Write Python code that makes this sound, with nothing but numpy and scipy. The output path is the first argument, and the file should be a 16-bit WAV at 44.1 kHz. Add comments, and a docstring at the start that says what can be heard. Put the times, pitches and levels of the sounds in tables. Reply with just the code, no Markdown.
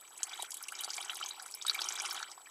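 """Oil draining into a plastic pan

A thin stream of engine oil falls through a mesh screen into a plastic drain pan.
Bubbles burst as short, mostly rising chirps; drops spatter on the mesh as ticks of band noise.
The hollow of the pan rings with both, through resonators and dense echoes.
Shaped noise makes the oil's murmur and a faint hiss; a sine with a dipping pitch makes a thin, high whine."""
import sys
import numpy as np
from scipy import signal
from scipy.fft import rfft, irfft
from scipy.io import wavfile

SR = 44100
rng = np.random.default_rng(int(sys.argv[2]) if len(sys.argv) > 2 else 0)


def dump(signal):
    """Clip the signal to [-1, 1] and save it as 16-bit WAV at the path in sys.argv[1]."""
    limited = np.clip(np.atleast_2d(signal).T, -1, 1)
    pcm = np.round(limited * 32767).astype(np.int16)
    wavfile.write(sys.argv[1], SR, pcm)


N = 110250
CUTOFF_HZ = 16000   # upper limit of chirps and ticks; also sets the final cut


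def from_db(db):
    """Decibels to gain."""
    return 10 ** (np.asarray(db) / 20)


def rms_one(x):
    """Scale to unit rms."""
    return x / np.sqrt(np.mean(x ** 2) + 1e-20)


def add(out, start_s, sound):
    """Mix a sound in at a time."""
    start = int(np.clip(start_s * SR, 0, N - 1))
    out[start:start + len(sound)] += sound[:N - start]


def coloured(spectrum):
    """Noise of unit rms, its spectrum interpolated in dB over log frequency."""
    hz, db = np.transpose(spectrum)
    bins_hz = np.maximum(np.arange(N // 2 + 1) * SR / N, 1)
    gain = from_db(np.interp(np.log(bins_hz), np.log(hz), db))
    return rms_one(irfft(rfft(rng.standard_normal(N)) * gain, N))


# hiss spectrum: freq_hz, relative_density_db [dB per Hz]
HISS_SPECTRUM = [(25, 0), (100, -5.5), (350, 9.5), (900, 14), (2000, 6.5), (5000, -2), (7000, -3.5),
                 (8000, 15), (9500, 3.5), (13000, 9), (16000, -1)]
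HISS_DB = -62.5


def hiss():
    """Steady shaped noise."""
    return from_db(HISS_DB) * coloured(HISS_SPECTRUM)


WHINE_HZ, WHINE_RMS_DB = 7837.4, -59.5   # mean pitch, level
MAINS_HZ, WHINE_SAG_HZ = 59.95, 40   # rate and mean depth of the pitch dips


def whine():
    """Even electrical whine: a sine whose pitch dips with the mains."""
    dip = np.cos(np.pi * MAINS_HZ * np.arange(N) / SR) ** 10
    pitch_hz = WHINE_HZ - WHINE_SAG_HZ * (dip / dip.mean() - 1)
    phase = 2 * np.pi * np.cumsum(pitch_hz) / SR
    return np.sqrt(2) * from_db(WHINE_RMS_DB) * np.sin(phase)


# how hard the stream churns the oil: time_s, vigour_db
CHURN_CURVE = [(.14, -58), (.22, -51), (.42, -49.5), (.5, -54), (.66, -55), (.8, -49), (1.0, -49),
               (1.23, -47), (1.33, -52.5), (1.6, -55.5), (1.72, -45), (2.17, -45), (2.26, -52),
               (2.42, -59.5)]


def churn_db(time_s):
    """Vigour of the stream, the reference level for murmur, small bubbles and fizz."""
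    return np.interp(time_s, *np.transpose(CHURN_CURVE))


# spectrum of the churned oil's murmur and fine spray: freq_hz, relative_density_db [dB per Hz]
MURMUR_SPECTRUM = [(100, -29), (250, -27), (350, 9.5), (660, -7.5), (780, 9), (1400, 4.5), (1850, -30),
                   (3100, -5), (7000, -5), (15000, -33)]
MURMUR_DB = -14.5   # re churn


def murmur():
    """Shaped noise that follows the churn."""
    return from_db(churn_db(np.arange(N) / SR) + MURMUR_DB) * coloured(MURMUR_SPECTRUM)


CHIRP_OCT = .22   # mean rise in pitch during one swell
ROUGH, ROUGH_WIDTH = 0.29, 0.27   # film flutter: depth, bandwidth as a share of the pitch


def chirp(pitch_hz, cycles):
    """A bursting bubble: a tone that flutters as the film tears, swells, rises as the hole opens, and dies."""
    u = np.minimum(np.arange(1300) * pitch_hz / (max(cycles, .5) * SR), 10)   # time in swells
    rise_oct = CHIRP_OCT * rng.uniform(0, 2)
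    glide_hz = np.minimum(pitch_hz * 2 ** (rise_oct * (u - 1)), CUTOFF_HZ)
    phase = 2 * np.pi * np.cumsum(glide_hz) / SR
    r = np.exp(-2 * np.pi * ROUGH_WIDTH * pitch_hz / SR)
    noise = rng.standard_normal((2, len(u)))
    flutter = ROUGH * rms_one(signal.lfilter([1], [1, -2 * r, r * r], noise))
    envelope = (u * np.exp(1 - u)) ** 2.96
    tone = envelope * ((1 + flutter[0]) * np.sin(phase) + flutter[1] * np.cos(phase))
    return rms_one(tone) * np.sqrt(np.mean(envelope ** 2) / 2)


SMALL_PER_S, SMALL_THINNING = 720, .4   # rate at full churn; how closely the number follows churn
SMALL_DB, SMALL_SPREAD_DB = -3, 3.5   # re churn; scale of the random excess
SMALL_TILT_DB = 5   # highest re lowest
SMALL_LOW_HZ, SMALL_HIGH_HZ = 779.6, 7240
SMALL_CYCLES = 2.65   # mean swell of the lowest


def small_bubbles():
    """A random crowd of chirps that thickens and swells with the churn."""
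    out = np.zeros(N)
    full_db = max(db for _, db in CHURN_CURVE)
    for when, size, strength, length, chance in rng.random((int(SMALL_PER_S * N / SR), 5)):
        start_s = when * N / SR
        vigour_db = churn_db(start_s)
        if chance >= from_db(SMALL_THINNING * (vigour_db - full_db)):
            continue
        pitch_hz = SMALL_LOW_HZ * (SMALL_HIGH_HZ / SMALL_LOW_HZ) ** size
        excess_db = SMALL_SPREAD_DB * min(-np.log(strength), 2.5)
        level_db = vigour_db + SMALL_DB + SMALL_TILT_DB * (size - .5) + excess_db
        cycles = SMALL_CYCLES * (.5 + length) * np.sqrt(pitch_hz / SMALL_LOW_HZ)
        add(out, start_s, from_db(level_db) * chirp(pitch_hz, cycles))
    return out


FIZZ_PER_S, FIZZ_CYCLES = 190, 9
FIZZ_DB, FIZZ_SPREAD_DB = -3, 7   # re churn; scale of the random excess
FIZZ_HZ, FIZZ_RANGE_OCT = 9150, 1.123   # centre, full spread


def fizz():
    """Tiny bubbles in the spray: random high chirps whose level follows the churn."""
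    out = np.zeros(N)
    for when, size, strength in rng.random((int(FIZZ_PER_S * N / SR), 3)):
        start_s = when * N / SR
        pitch_hz = FIZZ_HZ * 2 ** (FIZZ_RANGE_OCT * (size - .5))
        excess_db = FIZZ_SPREAD_DB * min(-np.log(strength), 2)
        level_db = churn_db(start_s) + FIZZ_DB + excess_db
        add(out, start_s, from_db(level_db) * chirp(pitch_hz, FIZZ_CYCLES))
    return out


SPLAT_SWELL_S, SPLAT_HALF_WIDTH_OCT = 0.00077, 0.38


def tick(centre_hz):
    """A drop breaking on the mesh: band noise that swells and dies within milliseconds."""
    t = np.arange(SR // 50) / SR
    ratio = 2 ** SPLAT_HALF_WIDTH_OCT
    edges_hz = [centre_hz / ratio, min(centre_hz * ratio, CUTOFF_HZ)]
    envelope = np.sqrt(t / SPLAT_SWELL_S * np.exp(1 - t / SPLAT_SWELL_S))
    band = signal.butter(2, edges_hz, "band", fs=SR)
    burst = signal.lfilter(*band, envelope * rng.standard_normal(len(t)))
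    return rms_one(burst) * np.sqrt(np.mean(envelope ** 2))


# drops spattering on the mesh: start_s, centre_hz, level_db [re SPLAT_DB]
SPLAT_EVENTS = [ (.010, 11600, -33), (.177, 8100, -27), (0.231, 6400, -24.5), (0.4228, 9000, -19),
                (0.506, 8700, -22.5), (0.518, 6400, -24.5), (0.542, 8600, -21), (0.569, 9600, -23.5),
                (0.626, 10900, -23), (0.6834, 7800, -22), (0.72, 8450, -26.5), (.752, 5450, -27.5),
                (0.788, 6400, -28), (0.808, 11700, -19.5), (0.836, 6600, -24.5), (.845, 7600, -20.5),
                (.903, 6900, -28), (.933, 5350, -24.5), (0.941, 6240, -22.5), (0.965, 7360, -22.5),
                (0.979, 3530, -29), (1.026, 4350, -27), (1.048, 7600, -26), (1.145, 10200, -26),
                (1.155, 5570, -25), (1.169, 10600, -25.5), (1.26, 3900, -29.5), (1.286, 8200, -27),
                (1.397, 4800, -30), (1.423, 9600, -27), (1.461, 8100, -27), (1.511, 9800, -29),
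                (1.521, 6200, -31), (1.548, 11300, -22.5), (1.649, 3930, -35), (1.664, 8400, -28),
                (1.68, 11400, -22), (1.745, 11300, -22), (1.806, 9100, -30), (1.817, 11000, -29),
                (1.887, 10500, -29), (1.9223, 5550, -28), (1.954, 7400, -27.5), (1.999, 6000, -30),
                (2.019, 8300, -22.5), (2.053, 6960, -26.5), (2.111, 6040, -29), (2.127, 12500, -23),
                (2.164, 5800, -29), (2.2271, 4840, -23.5), (2.315, 6060, -28.5)]
SPLAT_DB = -9.5


def spatter():
    """Large drops striking the mesh, one tick each."""
    out = np.zeros(N)
    for start_s, centre_hz, level_db in SPLAT_EVENTS:
        add(out, start_s, from_db(level_db + SPLAT_DB) * tick(centre_hz))
    return out


# large bursting bubbles: peak_s, pitch_hz, level_db [before the pan], swell_cycles
BUBBLE_EVENTS = [ (0.2322, 6940, -15.5, 9.6), (0.295, 5050, -37, 9.3), (0.334, 3526, -37.5, 18.4),
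                 (.397, 890, -34.5, 3), (0.401, 3780, -37.5, 10.3), (.425, 3300, -36, 10.6),
                 (.430, 760, -37, 1.3), (0.615, 1375, -46.5, 7.7), (0.638, 5360, -34, 13.5),
                 (.687, 2690, -33, 6.6), (.724, 1440, -35.5, 4), (0.792, 3660, -34, 5.7),
                 (0.805, 3003, -39.5, 25), (0.837, 4000, -34.5, 8.8), (0.845, 4620, -29.5, 8.7),
                 (0.8786, 900, -32.5, 0.59), (0.8943, 3400, -38.5, 5), (.905, 4890, -26.5, 8.3),
                 (0.97, 7200, -28, 7.3), (.9806, 950, -36, 0.83), (.982, 2260, -32.5, 4),
                 (.989, 740, -45, 5.5), (1.007, 3180, -38, 12), (1.014, 8900, -30, 11),
                 (1.096, 1450, -35, 2.2), (1.097, 2930, -27.5, 5.8), (1.104, 3090, -37.5, 10.4),
                 (1.213, 1276, -31.5, 2.44), (1.228, 2990, -35, 17), (1.239, 4680, -32.5, 9.4),
                 (1.2614, 6300, -26.5, 8.5), (1.289, 6370, -31.5, 19), (1.310, 3940, -32.5, 10.6),
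                 (1.399, 1474, -39.5, 5.1), (1.461, 1360, -44, 4), (1.541, 5230, -27.5, 6),
                 (1.615, 3650, -33.5, 9.4), (1.624, 5790, -30, 11.4), (1.651, 1170, -34.5, 2.48),
                 (1.666, 4230, -28.5, 8.2), (1.667, 8050, -24.5, 18), (1.682, 3730, -27.5, 15),
                 (1.6973, 4350, -12, 4.05), (1.698, 1430, -37, 3.3), (1.716, 1310, -41, 5),
                 (1.749, 2240, -32.5, 10.8), (1.781, 1046, -40, 4), (1.792, 3430, -29.5, 10.6),
                 (1.793, 1510, -35.5, 5.3), (1.808, 4940, -29, 5.64), (1.818, 4720, -21.5, 7),
                 (1.843, 5970, -29, 15.3), (1.888, 5790, -21, 10), (1.924, 6780, -24.5, 7.3),
                 (1.959, 3510, -34.5, 12), (1.987, 5400, -29, 6.4), (1.992, 1520, -37.5, 4),
                 (2, 5660, -25, 13.4), (2.005, 2295, -37, 11.5), (2.051, 1350, -35.5, 3.4),
                 (2.052, 2840, -31.5, 5), (2.06, 5500, -26, 6.1), (2.065, 2100, -39, 6.5),
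                 (2.111, 5450, -24.5, 11.6), (2.167, 3460, -35, 6.7), (2.178, 3320, -36, 8.6),
                 (2.2027, 1360, -33.5, 2.15), (2.23, 1570, -31.5, 3.9), (2.379, 977, -42, 2.9),
                 (2.46, 2440, -46.5, 5), (2.472, 1770, -43.5, 6)]


def large_bubbles():
    """Single bubbles bursting, each chirp started one swell before its peak."""
    out = np.zeros(N)
    for peak_s, pitch_hz, level_db, cycles in BUBBLE_EVENTS:
        add(out, peak_s - cycles / pitch_hz, from_db(level_db) * chirp(pitch_hz, cycles))
    return out


def reflections(x, t60_s, delay_s):
    """Dense echoes that die away evenly."""
    t = np.arange(SR // 4) / SR
    tail = rng.standard_normal(len(t)) * from_db(-60 * t / t60_s) * (t > delay_s)
    return signal.fftconvolve(x, tail / np.sqrt(np.sum(tail ** 2)))[:N]


# air modes of the pan: freq_hz, gain_db
AIR_MODES = [(520, -5.5), (786, -0.5), (1100, -2.5), (1370, 1.5), (2320, 0.5), (3080, 6.5), (3800, -1),
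             (4800, -8), (5750, -5.5)]
MODE_WIDTH_HZ, PAN_LOW_HZ = 103, 302   # mode bandwidth; little is radiated below PAN_LOW_HZ
DIRECT_DB, WALLS_DB = -4.5, -6.5
WALLS_T60_S, WALLS_DELAY_S = 0.04, 0.0014


def pan(x):
    """The hollow of the pan: direct sound, wall reflections and ringing air modes."""
    out = from_db(DIRECT_DB) * x + from_db(WALLS_DB) * reflections(x, WALLS_T60_S, WALLS_DELAY_S)
    r = np.exp(-np.pi * MODE_WIDTH_HZ / SR)
    zeros = np.array([1, 0, -1]) * (1 - r * r) / 2   # unit peak gain
    for freq_hz, gain_db in AIR_MODES:
        poles = [1, -2 * r * np.cos(2 * np.pi * freq_hz / SR), r * r]
        out = out + from_db(gain_db) * signal.lfilter(zeros, poles, x + 1e-18)
    return signal.sosfilt(signal.butter(2, PAN_LOW_HZ, "high", fs=SR, output="sos"), out)


def scene():
    """Hiss, whine and murmur, with bubbles and drops ringing in the pan."""
    in_pan = small_bubbles() + fizz() + spatter() + large_bubbles()
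    return (hiss() + whine() + murmur() + pan(in_pan))[None]


def record(dry):
    """The microphone dulls the top; a steep cut ends it."""
    dull = signal.sosfilt(signal.butter(2, min(12500, CUTOFF_HZ), fs=SR, output="sos"), dry)
    steep = signal.ellip(10, .2, 80, CUTOFF_HZ - 400, fs=SR, output="sos")
    return signal.sosfilt(steep, dull)


dry = scene()
out = record(dry)
dump(out)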